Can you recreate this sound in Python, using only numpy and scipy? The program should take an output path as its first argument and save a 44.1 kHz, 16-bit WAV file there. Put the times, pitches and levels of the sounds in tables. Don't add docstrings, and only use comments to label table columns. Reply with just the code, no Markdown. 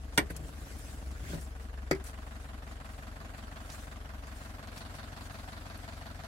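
import sys
import numpy as np
from scipy import signal
from scipy.fft import rfft, irfft, next_fast_len
from scipy.io import wavfile
from scipy.ndimage import uniform_filter1d, map_coordinates

SR = 44100
rng = np.random.default_rng(int(sys.argv[2]) if len(sys.argv) > 2 else 0)


def store_wav(level_fs):
    pcm = np.round(np.clip(np.atleast_2d(level_fs), -1, 1) * 32767)
    wavfile.write(sys.argv[1], SR, pcm.T.astype(np.int16))


def linear_from_db(decibels):
    return 10 ** (np.asarray(decibels, float) / 20)


N = 276507

# start_s [s], turned [engine cycles]
CRANK_TURNS = [(-.052, 0), (1.911, 11), (2.267, 13), (3.339, 19), (4.049, 23), (4.764, 27), (6.3716, 36)]


def unit(x):
    return x / np.sqrt(np.mean(x ** 2) + 1e-20)


def along(points, hz):
    f, v = np.transpose(points)
    return np.interp(np.log(hz + 1), np.log(f + 1), v)


def curves(rows):
    s, *cols = np.transpose(rows)
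    return [np.interp(np.arange(N) / SR, s, c) for c in cols]


def wobble(rate):
    knots = rng.standard_normal(int(N * rate / SR) + 4)
    return map_coordinates(knots, [np.arange(N) * rate / SR])


def filtered(x, response):
    m = next_fast_len(N + SR // 2)
    return irfft(rfft(x, m) * response(np.fft.rfftfreq(m, 1 / SR)), m)[..., :N]


def colored(x, points):
    return unit(filtered(x, lambda f: linear_from_db(along(points, f))))


def resonant(peaks):
    def response(f):
        total = 0
        for k, (hz, width, db) in enumerate(peaks):
            damping = 1j * f * width
            total = total + (-1) ** k * linear_from_db(db) * damping / (hz * hz - f * f + damping)
        return total
    return response


def heard(levels):
    # start_s [s], place [0 dash, 1 footwell, 2 sill, 3 outside]
    path = [(0, 0.5), (1.0, 0.08), (1.5, 0.7), (2.1, 1.33), (2.8, 1.5), (3.5, 1.77), (4.2, 1.46), (4.8, 2),
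            (5.4, 2.5), (5.8, 2.5), (6.27, 6)]
    return np.interp(curves(path)[0], range(4), levels)


def patchy(depth_db):
    z = signal.stft(rng.standard_normal((2, N)), nperseg=512)[2]
    field = uniform_filter1d(rng.standard_normal(z.shape[1:]), size=5, axis=0)
    field = uniform_filter1d(field, size=5, axis=1)
    return signal.istft(z * linear_from_db(depth_db * unit(field)), nperseg=512)[1][:, :N]


def cyclic(fresh, at, cylinder):
    # pitch_hz [Hz], share [power ratio]
    returning = [(100, .75), (700, .7), (1500, .45), (3000, .15), (6000, 0)]
    last = np.clip(np.searchsorted(at, np.arange(N), side="right") - 1, 0, None)
    since = abs(np.arange(N) - at[last])
    habit = rng.standard_normal((2, 2, 4, SR // 10))[..., cylinder[last], since]
    turn = heard((0, .5, 1.1, 1.6))
    same = np.cos(turn) * habit[0] + np.sin(turn) * habit[1]

    def shares(f):
        share = along(returning, f)
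        return np.sqrt(np.array([share, 1 - share]))[:, None]
    return filtered(np.array([same, unit(fresh)]), shares).sum(axis=0)


def boom(cycles):
    even_leads = [(2, 3.6), (3, 1.5), (4, 1.2)]
    even_levels = [(-49.5, -44.5, -51, -51), (-47, -41.5, -53, -51), (-63, -58.5, -51.5, -51.5)]
    # cycle_order [1], level_db [dB], lead [rad], dash_gain_db [dB]
    uneven = [(7, -62, 2.1, 5), (9, -66, -2, 8), (10, -66, -1.8, 10), (11, -70, -1.2, 3), (13, -70, -2, 4),
              (15, -71, -1.8, 5), (17, -72, 1.4, 0), (20, -66, .2, 0), (25, -66, -2, -5)]
    angle, by_dash = 2 * np.pi * cycles, heard((1, 0, 0, 0))
    total = np.zeros(N)
    for levels, (k, lead) in zip(even_levels, even_leads):
        total += linear_from_db(heard(levels) + .8 * wobble(6)) * np.cos(4 * k * angle + lead)
    for k, db, lead, gain_db in uneven:
        total += linear_from_db(db + gain_db * by_dash + 1.9 * wobble(3.0)) * np.cos(k * angle + lead)
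    x = np.sqrt(2) * total
    return np.array([x, x * .35])


def block_clatter(fire, burn, at, cylinder):
    # pitch_hz [Hz], width_hz [Hz], level_db [dB]
    block = [(766, 90, -6), (1010, 190, -4.5), (1550, 490, -2.5), (2080, 660, -6.5), (2710, 650, -10.5),
             (4800, 320, -24)]
    level_db = (-71, -59, -56.5, -57.5)
    roar = (unit(burn) + .12) * cyclic(rng.standard_normal((2, N)), at, cylinder)
    blows = .25 * unit(fire) * [[1], [.3]]
    return linear_from_db(heard(level_db) + 1.0) * unit(filtered(roar + blows, resonant(block)))


def sump_ring(blow, cycles):
    # pitch_hz [Hz], width_hz [Hz], level_db [dB]
    inner_rings = [(750, 55, 0), (650, 55, 0)]
    # pitch_hz [Hz], width_hz [Hz], level_db [dB]
    outer_rings = [(692, 52, 0), (1010, 110, -5), (1550, 150, -7), (2000, 150, -6)]
    level_db = (-71.5, -66, -63, -56.5)
    first = (cycles % 1 > .96) | (cycles % 1 < .2)
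    each = lambda f: np.array([resonant([ring])(f) ** 2 for ring in inner_rings])
    inner = unit(filtered(blow * [first, ~first], each).sum(axis=0))
    outer = unit(filtered(np.roll(blow, 40), lambda f: resonant(outer_rings)(f) ** 2))
    outside = np.clip(heard((0.05, .3, .75, .8)), 0, 1)
    ring = np.sqrt(1 - outside) * inner + np.sqrt(outside) * outer
    return linear_from_db(heard(level_db) + 2.5) * ring * [[1], [.4]]


def panel_thump(push):
    # pitch_hz [Hz], width_hz [Hz], level_db [dB]
    panels = [(133.5, 22, -4.5), (198, 34, -1.5), (238, 36, -.6), (310.6, 31.5, -6)]
    level_db = (-60, -57.5, -59.5, -60)
    spread = lambda f: np.exp(-1j * np.pi * .00025 * (f - 228) ** 2)
    thump = unit(filtered(push, lambda f: resonant(panels)(f) ** 2 * spread(f)))
    return linear_from_db(heard(level_db)) * thump * [[1], [.4]]


def valve_gear(seating):
    # pitch_hz [Hz], width_hz [Hz], level_db [dB]
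    gear = [(3530, 500, 0.5), (4460, 550, 3.5)]
    level_db = (-91, -98, -60, -63)
    t = np.arange(SR // 10) / SR
    dying = signal.fftconvolve(seating, linear_from_db(-60 * t / 0.11))[:N]
    chatter = dying * rng.standard_normal((2, N))
    return linear_from_db(heard(level_db)) * unit(filtered(chatter, resonant(gear)))


def engine_rattle(churn, burn):
    # pitch_hz [Hz], level_db [dB per Hz]
    rattle_color = [(180, -14), (300, -9), (425, -11), (633, -2.5), (825, -7), (1520, -8), (2310, -14.5),
                    (11200, -27.5), (14800, -32), (15800, -48)]
    level_db = (-63.5, -65.5, -60.5, -61.5)
    return linear_from_db(heard(level_db) + 9.0) * colored((1 + 0.58 * unit(burn)) * churn, rattle_color)


def engine_rumble(churn):
    # pitch_hz [Hz], level_db [dB per Hz]
    rumble_color = [(20, -32), (40, -8), (80, -5.5), (125, 0), (200, -8.5), (300, -6.5), (380, -27),
                    (900, -48.5)]
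    level_db = (-50.5, -59.5, -54.5, -56)
    return linear_from_db(heard(level_db) - 1.5) * colored(churn, rumble_color)


def dash_hollow(churn):
    # pitch_hz [Hz], width_hz [Hz], level_db [dB]
    air = [(439, 155, .1)]
    level_db = (-69.5, -64.5, -79.5, -86)
    return linear_from_db(heard(level_db)) * unit(filtered(churn, lambda f: resonant(air)(f) ** 2))


def engine(cycles):
    # clatter_db, sump_ring_db, panel_push_db, valve_tick_db [dB]
    cylinders = [(0, 0, -11, -4), (1, -2, -9, 0), (-1, -6, 0, -1), (-3, -7, -11, -9)]
    s, turned = np.transpose(CRANK_TURNS)
    number = np.arange(2, 142)
    cylinder = number % 4
    clatter_db, sump_db, push_db, tick_db = np.array(cylinders)[cylinder].T
    chance = rng.standard_normal((len(number), 5))
    fire_s = np.interp(number / 4, turned, s) - .0025 + .00015 * chance[:, 0]
    at = (fire_s * SR).astype(int)
    slap = at + round(0.00918 * SR)

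    fire, blow, push, seating = np.zeros((4, N))
    fire[at] = linear_from_db(clatter_db + .8 * chance[:, 1])
    fire[slap] = linear_from_db(clatter_db - 3 + 1.5 * chance[:, 2])
    blow[at - 40] = linear_from_db(sump_db + 1.1 * chance[:, 3])
    blow[slap - 40] = linear_from_db(sump_db - 9 + 2 * chance[:, 2])
    push_gain_db = (cylinder == 1) * heard((0, 0, 6, 8))[at]
    push[at - round(.004 * SR)] = linear_from_db(push_db + push_gain_db + 1.1 * chance[:, 4])
    seating[at] = linear_from_db(tick_db + chance[:, 3])
    seating[slap] = linear_from_db(tick_db - 1 + chance[:, 4])

    t = np.arange(SR // 10) / SR
    burn = signal.fftconvolve(fire, linear_from_db(-60 * t / .075) * (1 - np.exp(-t / .0005)))[:N]
    churn = cyclic(patchy(depth_db=3.0), at, cylinder)
    knocks = block_clatter(fire, burn, at, cylinder) + sump_ring(blow, cycles) + panel_thump(push)
    between = engine_rattle(churn, burn) + engine_rumble(churn) + dash_hollow(churn)
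    return knocks + valve_gear(seating) + between


def struck(blows, body, blow_share, attack_s):
    force, t = np.zeros(N + SR), np.arange(SR // 3) / SR
    for s, db, t60 in blows:
        scrape = linear_from_db(-60 * t / abs(t60)) * (1 - np.exp(-t / attack_s)) * rng.standard_normal(len(t))
        scrape[0] = blow_share
        force[round(s * SR):][:len(t)] += linear_from_db(db + 15.5) * scrape
    return filtered(force[:N], resonant(body))


def cab(x, wet_db, scatter_db):
    # pitch_hz [Hz], t60_s [s]
    decay = [(150, 0.22), (1000, 0.11), (8000, 0.011)]
    hz, t, z = signal.stft(rng.standard_normal((2, SR // 3)), SR, nperseg=256)
    t60 = abs(along(decay, hz))[:, None]
    tail = signal.istft(z * linear_from_db(-60 * t / t60) / np.sqrt(t60), SR, nperseg=256)[1]
    wet = signal.fftconvolve(x[None], tail / np.linalg.norm(tail[0]), axes=1)[:, :N]
    return np.array([x + linear_from_db(wet_db) * wet[0], linear_from_db(scatter_db) * wet[1]])


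def lever_snap():
    # start_s [s], level_db [dB], scrape_t60_s [s]
    contacts = [
        (.1762, -18, 0.035),
        (.1805, -23.5, 0.055),
        (.187, -32.5, 0.036),
        (.194, -38, 0.036),
        (.2015, -46.5, 0.12),
    ]
    # pitch_hz [Hz], width_hz [Hz], level_db [dB]
    body = [(135, 40, -1), (266, 62, 2), (374, 84, 3), (566, 90, -2), (766, 120, -3.5), (1070, 120, -5),
            (1420, 360, -7.5), (1860, 330, 0.5), (2300, 420, -4.5), (2820, 230, -5), (3510, 340, -6),
            (5400, 1800, -13.5), (8500, 330, -10.5), (10540, 930, -13.5)]
    return cab(struck(contacts, body, blow_share=5.4, attack_s=0.000094), wet_db=-2.0, scatter_db=3.4)


def latch_knock():
    # start_s [s], level_db [dB], scrape_t60_s [s]
    contacts = [
        (1.9112, -25.5, 0.034),
        (1.9135, -25.5, 0.048),
        (1.919, -32.5, 0.043),
        (1.93, -36, 0.04),
        (1.95, -42.5, 0.055),
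    ]
    # pitch_hz [Hz], width_hz [Hz], level_db [dB]
    body = [(149, 34, 2), (307, 30, 3.5), (385, 15, 5), (520, 60, -4.5), (633, 80, -6.5), (910, 250, -11.5),
            (1620, 710, -10), (2220, 370, -5.5), (4700, 380, -15.5), (8250, 3200, -25)]
    return cab(struck(contacts, body, blow_share=15.4, attack_s=0.0002), wet_db=-5, scatter_db=0.5)


def bolt_thud():
    # start_s [s], level_db [dB], pitch_hz [Hz], length_s [s]
    bolt = (1.9111, -15, 470, .0046)
    s, db, hz, length = bolt
    t = np.clip(np.arange(N) / SR - s, 0, length)
    swell = np.sin(np.pi * t / length) ** 2
    return -linear_from_db(db) * np.sin(2 * np.pi * hz * t) * swell * [[1], [.45]]


def seat_bumps():
    # start_s [s], level_db [dB], scrape_t60_s [s]
    bumps = [(.178, -37, 0.19), (.303, -29, 0.042), (.32, -58, 0.12), (.36, -41.5, 0.18),
             (.40, -41.5, 0.27), (.435, -41, 0.17), (.62, -40, 0.067), (1.22, -43.5, .2),
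             (1.295, -38, 0.33), (1.333, -25.5, 0.11), (1.35, -51, .1)]
    # pitch_hz [Hz], width_hz [Hz], level_db [dB]
    body = [(103, 16, 3), (152, 21, 8.5), (205, 36, 0), (270, 63, -2), (420, 157, -4), (660, 380, -12.5),
            (1800, 790, -33)]
    return cab(struck(bumps, body, blow_share=11.3, attack_s=0.0056), wet_db=-5.5, scatter_db=3.0)


def ticks():
    # start_s [s], peak_db [dB], pitch_hz [Hz], t60_s [s], left_right_db [dB]
    cracks = [(0.3035, -42, 10100, 0.096, 14), (0.365, -29.5, 8050, 0.036, 15),
              (0.7866, -39, 10100, 0.05, 7), (1.113, -41, 5910, 0.064, -4), (1.4113, -38, 8610, 0.059, 4),
              (1.4444, -45, 9800, 0.046, 2.0), (2.0403, -38, 9290, 0.11, 13), (2.844, -61, 4810, 0.05, 2.5),
              (3.7, -31.5, 4260, 0.047, -8), (3.7183, -34, 5690, 0.042, -4), (3.756, -56, 8060, 0.05, -2),
              (4.2701, -46, 6660, 0.05, 9), (4.673, -40, 4490, 0.055, 6), (4.778, -31, 3900, 0.032, 4),
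              (4.953, -46, 4620, 0.045, 0), (5.7752, -38.5, 9710, 0.05, 0)]
    out, t = np.zeros((2, N + SR)), np.arange(SR // 10) / SR
    f = np.fft.rfftfreq(len(t), 1 / SR)
    bright = f / 3000 / (1 + f / 3000)
    for s, db, hz, t60, pan_db in cracks:
        peak = 1 / (1 + ((f - hz) / 3500) ** 2)
        crack = unit(irfft(rfft(rng.standard_normal(len(t))) * bright * peak))
        pan = np.array([[pan_db / 2], [-pan_db / 2]])
        out[:, round(s * SR):][:, :len(t)] += linear_from_db(db - 14.5 - 60 * t / abs(t60) + pan) * crack
    return out[:, :N]


def strokes():
    # peak_s [s], level_db [dB], rise_s [s], fall_s [s], coarse_db [dB]
    rubs = [(.022, -63, 0.027, .05, -9), (.15, -60.5, 0.062, 0.045, -17), (.304, -57.5, 0.0069, 0.02, 7.5),
            (.366, -46.5, 0.0037, 0.011, -5.5), (.482, -59.5, 0.14, 0.049, -17), (.7, -58, 0.2, 0.13, -1),
            (.81, -56, 0.092, 0.32, -5.5), (1.24, -61, 0.066, 0.041, -4), (1.35, -52, 0.098, 0.03, 1.5),
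            (1.418, -54, .04, .06, -9), (1.628, -63, 0.062, .03, 1), (2.07, -47.5, 0.018, 0.026, -11),
            (2.45, -66, 0.71, 0.13, -5), (2.72, -62, 0.054, 0.032, -1), (2.85, -63.5, .012, 0.49, -6),
            (3.38, -59, 0.01, 0.025, -1), (3.73, -54, 0.11, .16, -5.5), (4.41, -59, 0.16, 0.13, -0.5),
            (4.78, -57.5, 0.065, 0.051, 2.5), (4.95, -61, .05, 0.12, 2.5), (5.27, -56.5, 0.069, 0.0078, -2),
            (5.32, -60, 0.014, 0.27, -9), (5.79, -66.5, 0.49, 0.9, 4), (6.25, -60, 0.024, 0.0098, -2)]
    slope_db, still_db = 10, -78
    s, db, rise, fall, coarse_db = np.transpose(rubs)[:, :, None]
    late = np.arange(0, N, 64) / SR - s
    swell = linear_from_db(db - slope_db * np.maximum(-late / abs(rise), late / abs(fall)))
    power = [(swell ** 2).sum(0), ((swell * linear_from_db(coarse_db)) ** 2).sum(0)]
    return np.sqrt(np.repeat(power, 64, axis=1)[:, :N] + linear_from_db(still_db) ** 2)


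def rustle():
    # pitch_hz [Hz], level_db [dB per Hz]
    cloth = [(3000, -20.5), (5000, -8.5), (8000, -1.5), (11000, -7), (14000, -15.5), (16000, -2.5)]
    # pitch_hz [Hz], level_db [dB per Hz]
    grit = [(700, -39), (1500, 4), (3000, -3.5), (5000, -7), (7500, -18)]
    size_db = np.minimum(3 * rng.exponential(size=(2, N)), 11)
    spikes = (rng.random((2, N)) < .03) * linear_from_db(size_db)
    x = unit(spikes * rng.standard_normal((2, N))) * .6 + patchy(depth_db=4.0)
    fine_gain, coarse_gain = strokes()
    rub = fine_gain * colored(x, cloth) + coarse_gain * colored(x, grit)
    return linear_from_db(1.4 * wobble(40) + 2.25) * rub


def shudder():
    # pitch_hz [Hz], level_db [dB per Hz]
    shudder_color = [(15, -28), (28, -11), (40, -9), (60, 17), (110, 5), (200, -61)]
    level_db = (-44, -61, -78, -66)
    lumps = linear_from_db(3.0 * wobble(21)) * rng.standard_normal((2, N))
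    return linear_from_db(heard(level_db)) * colored(lumps, shudder_color)


def ports(pair, lead_s=0.000297, corner_hz=800):
    # pitch_hz [Hz], likeness [0..1]
    alike = [(60, 0.98), (300, 0.81), (700, 0.55), (2000, 0.094), (8000, 0.043)]
    # pitch_hz [Hz], left_right_db [dB]
    balance = [(60, 1), (110, 3.5), (200, 1), (380, 1.5), (700, 1.5), (1290, -4), (2380, -1), (4400, 1.5),
               (8120, 1), (15000, 5)]

    def blend(f):
        turn = np.arccos(np.clip(along(alike, f), 0, 1)) / 2
        return np.array([np.cos(turn), np.sin(turn)])

    def offset(f):
        lead = np.exp(1j * np.pi * f * lead_s * f ** 2 / (f ** 2 + corner_hz ** 2))
        half = linear_from_db(along(balance, f) / 2) * lead
        return np.array([half, 1 / half])
    mid, side = filtered(pair, blend)
    return filtered(np.array([mid + side, mid - side]), offset)


def scene():
    cycles = curves(CRANK_TURNS)[0]
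    machine = boom(cycles) + engine(cycles)
    hands = lever_snap() + latch_knock() + bolt_thud() + seat_bumps()
    return ports(machine + hands + rustle() + shudder()) + ticks()


def band_limit(x):
    return signal.sosfilt(signal.butter(12, 16470, fs=SR, output="sos"), x)


def record(dry):
    def band(f):
        bass = (f / 26) ** 3 / (1 + (f / 26) ** 3)
        return bass / (1 + (f / 15400) ** 16) * (f < 15820)
    return band_limit(filtered(dry, band))


dry = scene()
out = record(dry)
store_wav(out)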